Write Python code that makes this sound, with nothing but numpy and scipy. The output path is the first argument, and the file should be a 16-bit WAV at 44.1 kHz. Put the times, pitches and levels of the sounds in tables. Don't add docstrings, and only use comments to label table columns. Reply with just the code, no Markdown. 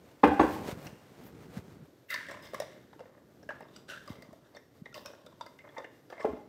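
import sys
import numpy as np
from scipy import signal
from scipy.fft import rfft, irfft
from scipy.io import wavfile
from scipy.ndimage import uniform_filter1d

SR = 44100
rng = np.random.default_rng(int(sys.argv[2]) if len(sys.argv) > 2 else 0)


def volts_from_db(level):
    exponent = np.asarray(level, float) / 20
    return 10 ** exponent


def wrap_up_sound(samples):
    columns = np.atleast_2d(samples).T
    tamed = np.clip(columns, -1, 1)
    steps = np.round(tamed * 32767).astype(np.int16)
    wavfile.write(sys.argv[1], SR, steps)


N = 285768
BAND_HZ, JAR_HZ = 2066, 600


def evened(x):
    return x / np.sqrt(np.mean(x ** 2) + 1e-20)


def read(points, hz):
    f, value = np.transpose(points)
    return np.interp(np.log(hz + 1), np.log(f + 1), value)


def add(mix, s, sound):
    part = mix[round(s * SR):][:len(sound)]
    part += sound[:len(part)]


def coloured(x, spectrum):
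    gain = volts_from_db(read(spectrum, np.fft.rfftfreq(len(x), 1 / SR)))
    return evened(irfft(rfft(x) * gain, len(x)))


def dull(x, hz):
    return signal.sosfilt(signal.butter(3, hz, fs=SR, output="sos"), x)


def resonate(x, hz, width):
    r = np.exp(-np.pi * width / SR)
    if np.ndim(hz) == 0:
        return 2 * signal.lfilter([1 - r], [1, -r * np.exp(2j * np.pi * hz / SR)], x).real
    turn = np.exp(2j * np.pi * np.cumsum(hz) / SR)
    return 2 * (turn * signal.lfilter([1 - r], [1, -r], x / turn)).real


def struck(contact, hz, width):
    sound = resonate(contact, hz, width)
    return sound / abs(sound).max()


def ring(t, hz, db, t60, rise=0.0018):
    return volts_from_db(db - 60 * t / t60) * (1 - np.exp(-t / rise)) * np.sin(2 * np.pi * hz * t)


def grit(count, per_s, spread_db):
    size = volts_from_db(spread_db * np.minimum(rng.exponential(1, count), 5))
    return evened(size * rng.standard_normal(count) * (rng.random(count) < per_s / SR))


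def tent(t, peak, swell, stop):
    return np.maximum((peak - t) / swell, (t - peak) / stop)


def free(band_hz):
    return np.exp(-((band_hz - BAND_HZ) / 180.0) ** 2)


# (f/Hz, width/Hz, level/dB)
LID = [(2770, 160, 0), (3650, 140, 3), (4800, 220, -3), (5500, 220, -3), (7680, 200, -12)]
# (t/s, band f/Hz)
GRIP = [(2.1, 1813), (2.3, 1780), (2.55, 1870), (3.57, 1620), (3.61, 1950), (3.76, 1450), (3.9, 1545),
        (4.05, 1670), (4.1, 1930), (4.22, 1966), (4.47, 1540), (4.56, 1850), (4.95, 1893), (5.056, 1440),
        (5.41, 1323), (5.62, 1870), (6.13, 1760), (6.21, 1994)]
# (t/s, band level/dB, tin level/dB, jar body level/dB, jar body f/Hz)
CENTRE_TOUCHES = [(0.8689, -46, 5, -21.5, 571), (2.111, -37.5, -6, -6, 1318), (2.1262, -44, -11, 2, 1360),
                  (2.1419, -27, -10.5, -13, 1000), (2.1594, -53, -10, -16, 1400),
                  (2.176, -35, -24, -16, 1310), (2.2072, -44.5, -27, -6, 950), (2.3427, -53, 4.5, 6, 990),
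                  (2.5346, -51, -7, 13.5, 532), (2.9936, -67.5, 11, 19.5, 559),
                  (3.0049, -63.5, -14, 21, 522), (3.1764, -57, -20, -8, 600), (3.4904, -35.5, -11, -5, 560),
                  (3.5053, -38.5, -28, 1, 860), (3.6254, -52, -12, 4.5, 453), (4.9434, -51, 11, -7, 607),
                  (5.7687, -40, -30, -19, 867), (5.8441, -40, -9, -3.5, 437), (6.126, -45.5, -38.5, 6, 506),
                  (6.1789, -44, -26, -5, 587), (6.2064, -38, -15, -7, 490)]
SHOULDER_TOUCHES = [(2.2856, -36, -17, -14, 580), (2.6194, -53, 7, 16, 592), (2.93, -52.5, -8.5, 1.5, 900),
                    (3.0567, -56, -11.5, 2.5, 530), (3.6075, -49, -26.5, 5.5, 736),
                    (3.685, -56.5, -3, -18, 650), (3.9745, -39, -27, -25, 1400),
                    (4.33, -62.5, -11.5, 11, 601), (4.858, -37.5, -17.5, -16, 545),
                    (4.9272, -70.5, 9, 14, 1370), (4.9774, -51.5, 3.5, 1.5, 563),
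                    (5.264, -49.5, 0, -2, 510), (5.326, -66, 0, 6, 990), (5.4106, -51, 7, 13, 957),
                    (5.5893, -53, -4, -24, 555), (5.6894, -49.5, -16.5, -7, 607), (5.782, -44.5, 1, 5, 490)]
BEAD_TOUCHES = [
    (3.7625, -58.5, 12.5, 5, 1284),
    (4.0769, -58.5, 11, 11.5, 1130),
    (4.2228, -46.5, -13, -10, 603),
    (4.5487, -65.5, 6, 11, 654),
    (5.463, -47, -4, -5.5, 567),
    (6.1017, -48.5, -4.5, -1, 518),
]
SKIRT_TOUCHES = [
    (2.3114, -49, 1, -7, 585),
    (2.5454, -40.5, -4, 4.5, 1100),
    (2.6018, -38.5, 0.5, 7.5, 609),
    (3.4296, -53, -4.5, -2.5, 640),
    (4.568, -42, -7.5, -5.5, 616),
    (5.06, -39.5, 1, -20, 570),
    (5.1352, -50.5, -9, 0, 500),
]
EDGE_TOUCHES = [
    (2.3116, -71, 15.5, 0.0081, 600),
    (3.7625, -78, 35.5, 0.0014, 600),
    (4.9436, -71.5, 24, 0.0035, 600),
]


def clinks():
    out, t = np.zeros(N), np.arange(SR // 8) / SR
    tables = (CENTRE_TOUCHES, SHOULDER_TOUCHES, BEAD_TOUCHES, SKIRT_TOUCHES, EDGE_TOUCHES)
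    touches = [(*row, mode[0]) for rows, mode in zip(tables, LID) for row in rows]
    for s, db, tin_db, body_db, body_hz, tin_hz in touches:
        noise = rng.standard_normal((3, len(t)))
        share_db = 9.74 * rng.standard_normal(len(LID))
        band_hit, tin_hit, jar_hit = noise * volts_from_db(-60 * t / 0.033) * (1 - np.exp(-t / 0.000052))

        hz = np.interp(s, *np.transpose(GRIP))
        band = struck(struck(band_hit, hz, 600), hz, 190)
        band += 0.5 * free(hz) * struck(band_hit, BAND_HZ, 29)

        lid = sum(volts_from_db(0.059 * m + d) * struck(tin_hit, f, 3.1 * w) for (f, w, m), d in zip(LID, share_db))
        crack = struck(struck(tin_hit * volts_from_db(-60 * t / 0.01), 6000, 1900), 3100, 2100)
        mode = struck(struck(tin_hit, tin_hz, 900), tin_hz, 200)
        tin = 0.5 * mode + 0.11 * lid + 0.4 * crack

        body = struck(struck(jar_hit, body_hz, 1050), body_hz, 92) + 0.4 * struck(jar_hit, JAR_HZ, 57)
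        clink = dull(band, 2350) + volts_from_db(tin_db + 4.5) * tin + volts_from_db(body_db + 4.5) * body
        add(out, s - 0.0005, volts_from_db(db) * clink)
    return dull(out, 6400)


# (t/s, peak level/dB)
TICKS = [(2.096, -46), (2.105, -32), (2.1406, -30), (2.2888, -48), (2.3112, -42), (2.425, -47),
         (2.5436, -34.5), (2.6001, -28), (2.9932, -56), (3.491, -48), (3.6063, -49), (3.763, -47),
         (3.8921, -55.5), (3.8953, -53), (4.0385, -54), (4.0603, -50), (4.0762, -44), (4.2224, -45),
         (4.3288, -50), (4.5637, -51), (2.534, -46), (4.9424, -44), (5.059, -36), (5.2627, -50),
         (5.409, -62), (5.4633, -47), (5.585, -55)]
# (f/Hz, level/dB per Hz)
CLICK = [(2500, -17), (4800, -1.5), (9000, -2), (15800, -6.5)]


def ticks():
    out, t = np.zeros(N), np.arange(1024) / SR
    for s, db in TICKS:
        add(out, s, volts_from_db(db - 9.5) * coloured(rng.standard_normal(1024), CLICK) * volts_from_db(-60 * t / 0.02))
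    return out


# (f/Hz, level/dB per Hz)
FIZZ = [(5180, -26), (8200, -6), (9590, -3), (10500, -8), (12200, 1), (13600, -7), (15800, -6)]


def scrape(peak, db, fade, jar_db, tin_db, grain_db, rise):
    t = peak - 0.4 * rise + np.arange(SR // 2) / SR
    band_db = db - 60 * tent(t, peak, rise, fade)
    band_hz = np.interp(t, *np.transpose(GRIP))
    slips, fine = grit(len(t), 2000, 2.6), grit(len(t), 7000, 2.0)
    clumps = volts_from_db(1.6 * evened(uniform_filter1d(rng.standard_normal(len(t)), 250)))
    slips, fine = slips * clumps, fine * clumps

    band = resonate(resonate(slips, band_hz, 494), band_hz, 642)
    band += 8.7 * free(band_hz) * resonate(slips, BAND_HZ, 63)
    body = 1.6 * resonate(slips, JAR_HZ, 80)
    body += resonate(resonate(slips, 1110, 660), 1110, 870)

    grip_db = 3.0 * rng.standard_normal(len(LID))
    tin = sum(volts_from_db(m + d) * resonate(fine, hz, w) for (hz, w, m), d in zip(LID, grip_db))
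    tin += 2.5 * resonate(fine, 3140, 1100)
    tin = signal.sosfilt(signal.butter(2, 2400, "high", fs=SR, output="sos"), tin)

    metal = evened(dull(band, 1900)) + volts_from_db(tin_db) * evened(dull(tin, 13200))
    metal += volts_from_db(tin_db + grain_db) * coloured(fine, FIZZ)
    sound = volts_from_db(band_db - 5.5) * metal + volts_from_db(band_db + jar_db - 3.0) * evened(dull(body, 923))
    return t[0], sound * np.minimum((t[-1] - t) * 10, 1)


SEATING = [
    (2.103, -34, 0.9, -18.5, -11),
    (2.295, -44, 0.5, 1.5, -7.5),
    (2.435, -51, 0.5, 0, -1.5),
    (2.544, -50, 0.34, 6, -0.5),
    (2.602, -52, 0.98, -2, -3),
]
RUBS = [
    (3.762, -75, 0.24, 8, 20),
    (4.1, -56.5, 0.36, 10.5, 4.5),
    (4.47, -56, 0.053, -7.5, -9.5),
    (4.566, -53.5, 0.086, 1.5, -12.5),
]
TWISTS = [(3.0, -63, 1.46, 6, -11.5), (3.51, -40, 0.16, -11, -21), (3.55, -64.5, 1.6, 9.5, -4.5),
          (3.89, -35.5, 0.51, -11, -8.5), (4.22, -69, 1.15, 11.5, 2.5), (4.858, -64, 0.15, 11.5, 4),
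          (4.952, -57.5, 0.56, 11, 4), (5.056, -49.5, 0.39, 6, -4.5), (5.17, -64, 1.9, 6.5, -4.5),
          (5.408, -67, 0.42, 15.5, -2), (5.645, -57.5, 0.89, 6, -18), (5.775, -50.5, 0.24, 11, -15),
          (6.105, -49.5, 0.73, -1.5, -12), (6.132, -40, 0.31, -9, -25), (6.2, -51.5, 0.63, 9.5, -4)]


def turning():
    out = np.zeros(N)
    # strokes, fine grain under the tin in dB, time to climb 60 dB in s
    for rows, grain_db, rise in ((SEATING, -9, 0.045), (RUBS, -20, 0.15), (TWISTS, -20, 0.04)):
        for row in rows:
            add(out, *scrape(*row, grain_db, rise))
    return out


# (t/s, f/Hz, level/dB, t60/s)
PINGS = [(2.09, 2750, -49.5, 0.37), (2.101, 3740, -46, 0.27), (2.103, 4790, -45.5, 0.19),
         (3.763, 2890, -53, 0.048), (3.899, 2770, -43.5, 0.15), (4.0, 1550, -58, 0.24),
         (2.139, 5540, -52, 0.047), (2.14, 3600, -43, .06), (2.157, 2053, -30, 0.044),
         (2.175, 2010, -34, 0.058), (2.2, 1973, -36, 0.075), (2.313, 7600, -59, .12),
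         (2.419, 5100, -58, 0.38), (2.43, 3580, -63, 0.46), (2.601, 5400, -48, 0.044),
         (6.2, 5300, -55.5, 0.11), (2.655, 3680, -69, 0.34), (3.49, 1650, -31.5, 0.046),
         (3.506, 1647, -37, 0.067), (3.52, 1653, -42, .09), (3.545, 1680, -52, .1), (3.565, 1710, -54, .12),
         (3.607, 3900, -60, .03), (3.621, 5300, -57, 0.027), (3.898, 1516, -36, 0.14),
         (3.935, 1394, -36, 0.069), (3.95, 1470, -53, 0.049), (3.975, 1600, -48, 0.034),
         (3.9, 5750, -70, 0.23), (3.9, 7800, -73.5, 0.14), (4.548, 4380, -51.5, 0.051),
         (4.557, 3610, -52.5, 0.071), (4.565, 5540, -69, 0.11), (4.944, 4800, -49, 0.16),
         (4.943, 7760, -68, 0.072), (4.955, 1090, -41.5, 0.057), (4.977, 910, -54, .1),
         (5.048, 5540, -52, .05), (5.058, 5360, -41, 0.072), (5.059, 2540, -44.5, 0.081),
         (5.075, 3670, -51, .06), (5.41, 3570, -48.5, 0.12), (5.41, 4800, -49, 0.061),
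         (5.465, 2070, -48.5, 0.069), (5.766, 2050, -42, 0.11), (5.765, 900, -38.5, 0.1),
         (5.8, 880, -39.5, 0.086), (5.804, 563, -33, 0.038), (5.82, 540, -44, 0.082),
         (5.843, 2040, -42, 0.071)]
# (t/s, f/Hz, level/dB, t60/s)
MORE_PINGS = [(2.102, 2026, -26.5, .05), (2.544, 1694, -34, 0.035), (3.895, 2943, -51, 0.092),
              (2.112, 2100, -38, .03), (2.125, 2000, -30, 0.075), (2.15, 1930, -37.5, .03),
              (3.64, 5110, -56, 0.022), (3.763, 5840, -47, .03), (3.882, 1438, -52, .1), (4.957, 4820, -59, .03),
              (4.978, 3960, -48, .05), (4.958, 2060, -45, 0.035), (5.133, 1300, -50, .03),
              (5.463, 4750, -58, .03), (5.466, 1284, -45, 0.033), (5.588, 2080, -47.5, 0.11),
              (5.69, 3380, -58, 0.047), (5.781, 5900, -49.5, 0.033), (5.796, 1800, -41, 0.066),
              (5.86, 1850, -58, 0.043), (6.125, 1765, -42.5, 0.085), (6.207, 1770, -44, 0.067),
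              (6.098, 1410, -59, .15), (6.203, 7760, -59, 0.087), (6.25, 2360, -55, .1)]
# (t/s, f/Hz, level/dB, t60/s, rise/s)
NOTES = [(.25, 1105, -48, 0.26, 0.0034), (.236, 969, -4.5, 0.019, 0.0011), (.26, 1524, -38, 0.94, 0.0054),
         (.314, 797, -17.5, 0.096, 0.0056), (.348, 820, -37, .06, .005), (.374, 806, -27.5, 0.12, .006),
         (.395, 1127, -8.5, 0.031, 0.0013), (.396, 816, -8.5, 0.043, 0.0017),
         (.396, 298, -15.5, 0.13, 0.0028), (.41, 592, -32, 0.41, 0.0081), (.41, 497.4, -26, 0.22, 0.0035),
         (.41, 1567, -38.5, 0.42, .004), (.42, 788, -36.5, 0.8, .006), (.42, 1068, -37, 0.61, .006),
         (.55, 796, -34, 0.072, .01), (6.215, 1116, -40, 0.18, .005), (6.246, 826, -23, 0.044, 0.0012),
         (6.258, 424, -44, 0.081, 0.0017), (6.27, 644, -49, 0.11, .004), (6.26, 1058, -42, 0.16, 0.0037),
         (6.285, 256.5, -29.5, 0.069, 0.0031), (6.33, 610, -37, 0.05, .004), (6.37, 835, -46, 0.18, .008)]


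def rings():
    out, t = np.zeros(N), np.arange(SR // 4) / SR
    waver_db, waver_cycles, slip_rad = 5.0, 25, 1.5
    loose = np.minimum(t / 0.026, 1)
    tin = [(*row, 0.0015) for row in PINGS + MORE_PINGS]
    for s, hz, db, t60, rise in [*NOTES, *tin]:
        smooth = min(int(waver_cycles * SR / hz), 500)
        slips = evened(uniform_filter1d(rng.standard_normal(len(t)), smooth))
        level = volts_from_db(db - 60 * t / t60 + waver_db * slips * loose) * (1 - np.exp(-t / rise))
        step = slip_rad * np.sqrt(hz / BAND_HZ) * slips[::-1] * loose
        tone = np.sin(2 * np.pi * hz * t + step)
        add(out, s, level * tone * np.minimum((t[-1] - t) * 20, 1))
    return out


# (peak t/s, level/dB, 20
# dB swell/s, 20 dB stop/s)
SKATES = [
    (.54, -58, 0.096, 0.06),
    (.69, -68, .05, .06),
    (.86, -60, 0.08, .04),
    (1.27, -61.5, .06, .04),
    (2.108, -50.5, 0.023, 0.08),
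    (2.44, -67, 0.038, 0.15),
    (3.9, -67, 0.023, 0.15),
    (4.1, -70, 0.033, 0.123),
    (4.95, -63, 0.015, 0.2),
    (6.1, -73, .01, .08),
]


def skates():
    t, fine, width = np.arange(N) / SR, grit(N, 9000, 2.0), 1300
    grain = resonate(resonate(fine, 12300, width), 12300, 2 * width)
    grain += 0.83 * resonate(resonate(fine, 14700, width), 14700, 2 * width)
    level = sum(volts_from_db(db - 20 * tent(t, s, swell, stop)) for s, db, swell, stop in SKATES)
    return level * evened(grain)


# (t/s, peak level/dB, sharpness level/dB, loudest board note f/Hz, its level/dB)
KNOCKS = [(0.234, -5, -21.5, 1093, -20), (0.238, 0, -60, 798, -6.5), (0.252, -12, -41, 304, 0),
          (0.281, -32.5, -37, 278, 10), (0.317, -35, -28, 870, -13), (0.395, -2.5, -27.5, 337, -24),
          (0.41, -9.5, -51, 296, -4), (0.444, -28.5, -45, 297, 10.5), (0.565, -42, -40, 860, 13),
          (6.247, -28, -51, 612, 10), (6.251, -22.5, -55, 440, 7.5), (6.26, -33, -49, 395, 11),
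          (6.274, -39.5, -46, 649, 17), (6.288, -56, -48, 436, -4), (6.334, -37, -45, 258, 7.5)]
# (f/Hz, level/dB, t60/s)
BOARD = [(258, 5, 0.13), (296, 5.5, 0.3), (388, -3, 0.58), (490, -3.5, 0.5), (533, -10.5, 0.4),
         (592, 0, 0.309), (770, -5.5, 0.28), (1080, -12, 0.4), (1584, -20.5, 0.36)]
# (f/Hz, level/dB per Hz)
BLOW = [(35, -44.5), (75, -13.5), (205, -11), (314, -1.5), (509, -6.5), (615, -10), (950, -3.5),
        (1250, -14), (1650, -14.5), (2210, -21), (2560, -19.5), (9000, -78), (11700, -98.5), (19800, -120)]


def knocks():
    out, t = np.zeros(N), np.arange(SR // 3) / SR
    for s, db, sharp_db, note_hz, note_db in KNOCKS:
        noise = rng.standard_normal(len(t))
        share_db = 1.2 * rng.standard_normal(len(BOARD))
        top = evened(dull(dull(resonate(noise, 2700, 2100), 3900), 5500))
        blow = coloured(noise, BLOW) + volts_from_db(sharp_db + 8.0) * top
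        blow *= (1 - np.exp(-t / 0.0026)) ** 2 * (volts_from_db(-60 * t / 0.027) + volts_from_db(-19 - 60 * t / 0.19))

        board = sum(ring(t, hz, m + d, 0.38 * t60, 0.0045) for (hz, m, t60), d in zip(BOARD, share_db))
        board = board * volts_from_db(4.0 * evened(uniform_filter1d(noise[::-1], size=300)))
        note = ring(t, note_hz, note_db, 0.038, 0.00087)
        add(out, s - 0.0015, volts_from_db(db) * (volts_from_db(-3.5) * blow + volts_from_db(-22.0) * board + note))
    return out


# (t/s, f/Hz, level/dB, t60/s)
GLASS = [
    (0.24, 3270, -48.5, 0.37),
    (.237, 12500, -57, 0.04),
    (.398, 6480, -52, 0.3),
    (.398, 8050, -53, 0.15),
    (0.4, 3300, -48.5, .2),
]


def jar_rims():
    out, t = np.zeros(N), np.arange(SR // 3) / SR
    for s, hz, db, t60 in GLASS:
        add(out, s, ring(t, hz, db, t60))
    return out


# (t/s, rumble level/dB)
CLOTH = [(0.0, -57), (.23, -73), (.6, -42), (.888, -51.5), (1.0, -60.5), (1.386, -52), (1.84, -55.5),
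         (2.0, -95), (2.17, -60.5), (2.56, -57.5), (3.2, -65), (3.55, -60), (4.2, -58), (4.59, -71),
         (4.99, -60), (5.61, -71), (6.03, -81), (6.14, -71)]
# (f/Hz, level/dB per Hz)
RUMBLE = [(18, -37), (30, -8.5), (133, 3), (210, 2.5), (477, -3.5), (718, -28), (1080, -46.5),
          (1190, -25.5), (1500, -19.5), (1950, -47.5), (3300, -120)]


def cloth_drag():
    level = volts_from_db(np.interp(np.arange(N) / SR, *np.transpose(CLOTH)))
    return level * coloured(grit(N, 900, 2.0), RUMBLE)


# (peak t/s, level/dB, 20 dB
# swell/s, 20 dB stop/s)
SLEEVE = [(.094, -74.5, 0.17, 0.073), (0.201, -83, 0.0069, 0.013), (0.239, -75, 0.013, 0.047),
          (.53, -55.5, 0.31, 0.2), (.68, -56, 0.047, 0.038), (0.72, -53, 0.08, 0.015),
          (0.867, -61.5, 0.22, 0.077), (0.999, -75.5, 0.48, 0.41), (1.269, -69.5, 0.37, 0.041),
          (1.436, -70.5, 0.24, 0.062), (1.579, -59, 0.078, 0.027), (1.725, -72, 0.5, 0.078),
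          (1.86, -76.5, 0.3, 0.035), (0.116, -66.5, .003, .006), (.197, -75.5, .002, .004),
          (5.765, -75, .08, .01)]
# (f/Hz, level/dB per Hz)
SWISH = [(290, -16), (500, 2), (709, -1.5), (1360, -9), (1470, -8.5), (2200, -10.5), (2700, -14),
         (3260, -15.5), (10400, -24.5), (14800, -25.5), (16200, -30.5)]


def sleeve_swish():
    t = np.arange(N) / SR
    level = sum(volts_from_db(db + 11.0 - 20 * tent(t, s, swell, stop)) for s, db, swell, stop in SLEEVE)
    return level * coloured(grit(N, 9000, 0.86), SWISH)


# (t/s, peak level/dB, f/Hz, cycles)
THUMPS = [(0.689, -24.5, 347, 0.87), (0.727, -32.5, 131, 0.79), (0.86, -37.5, 146, 0.77),
          (1.207, -50, 251, 9.5), (1.57, -32, 187, 1.8), (1.718, -51, 100, 1.9), (1.801, -48.5, 185, 3.2),
          (1.819, -45.5, 153.3, 2.4), (4.104, -33, 210.6, 1), (4.289, -46, 221, 1.5),
          (4.819, -39.5, 180, 1.54)]
# (t/s, peak level/dB, f/Hz, cycles)
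SWAYS = [
    (.27, -37, 77.5, 3.8),
    (1.581, -41, 93, 1.4),
    (4.108, -41.5, 84, 0.75),
    (6.289, -48, 71.3, 2.6),
]


def cloth_bumps():
    out, t = np.zeros(N), np.arange(SR // 10) / SR
    for s, db, hz, cycles in [*THUMPS, *SWAYS]:
        u = t * hz / cycles
        add(out, s - 0.002, volts_from_db(db + 11.5) * u * np.exp(-1.6 * u * u) * np.sin(2 * np.pi * cycles * u))
    return out


# (f/Hz, level/dB per Hz)
FAN = [(15, -47), (25, -24.5), (124, 6), (201, -1.5), (286, 6.5), (548, -0.5), (941, -11), (2060, -15.5),
       (2430, -20), (3640, -19.5), (5620, -22), (9930, -28), (12300, -23.5), (14900, -27.5), (16200, -35.5)]


def fan():
    swell = evened(uniform_filter1d(rng.standard_normal(N), 3000))
    return volts_from_db(-59.5 - 2.5 + 1.3 * swell) * coloured(rng.standard_normal(N), FAN)


# (f/Hz, t60/s)
KITCHEN = [(125, 0.78), (400, 0.49), (1000, 0.48), (3000, 0.59), (8000, 0.39)]


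def kitchen(x):
    taps = np.zeros(SR)
    at = np.arange(200, SR - 20, 20)
    taps[at + rng.integers(0, 20, len(at))] = rng.choice([-1., 1.], len(at))
    hz, t, z = signal.stft(taps, SR, nperseg=256)
    decay = volts_from_db(-60 * t / read(KITCHEN, hz)[:, None])
    tail = signal.istft(z * decay, SR, nperseg=256)[1]
    return signal.fftconvolve(x, tail / np.linalg.norm(tail))[:N]


def scene():
    turns = turning()
    board = knocks() + jar_rims()
    lid = clinks() + ticks()
    near = cloth_drag() + sleeve_swish() + cloth_bumps() + fan()
    left = rings()
    sent = volts_from_db(-9.0) * lid + volts_from_db(-12.0) * turns + volts_from_db(-12.0) * left + volts_from_db(-7.0) * board
    return (lid + turns + left + board + kitchen(sent) + near + skates())[None]


def band_limit(x):
    return signal.sosfilt(signal.butter(12, 15850, fs=SR, output="sos"), x)


def record(dry):
    thin = signal.sosfilt(signal.butter(4, 55, "high", fs=SR, output="sos"), dry)
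    thin = thin - (0.44 * resonate(thin[0], 10500, 1000))[None]
    thin = signal.oaconvolve(thin, signal.firwin(255, 15850, fs=SR)[None], "same")
    return band_limit(thin)


dry = scene()
out = record(dry)
wrap_up_sound(out)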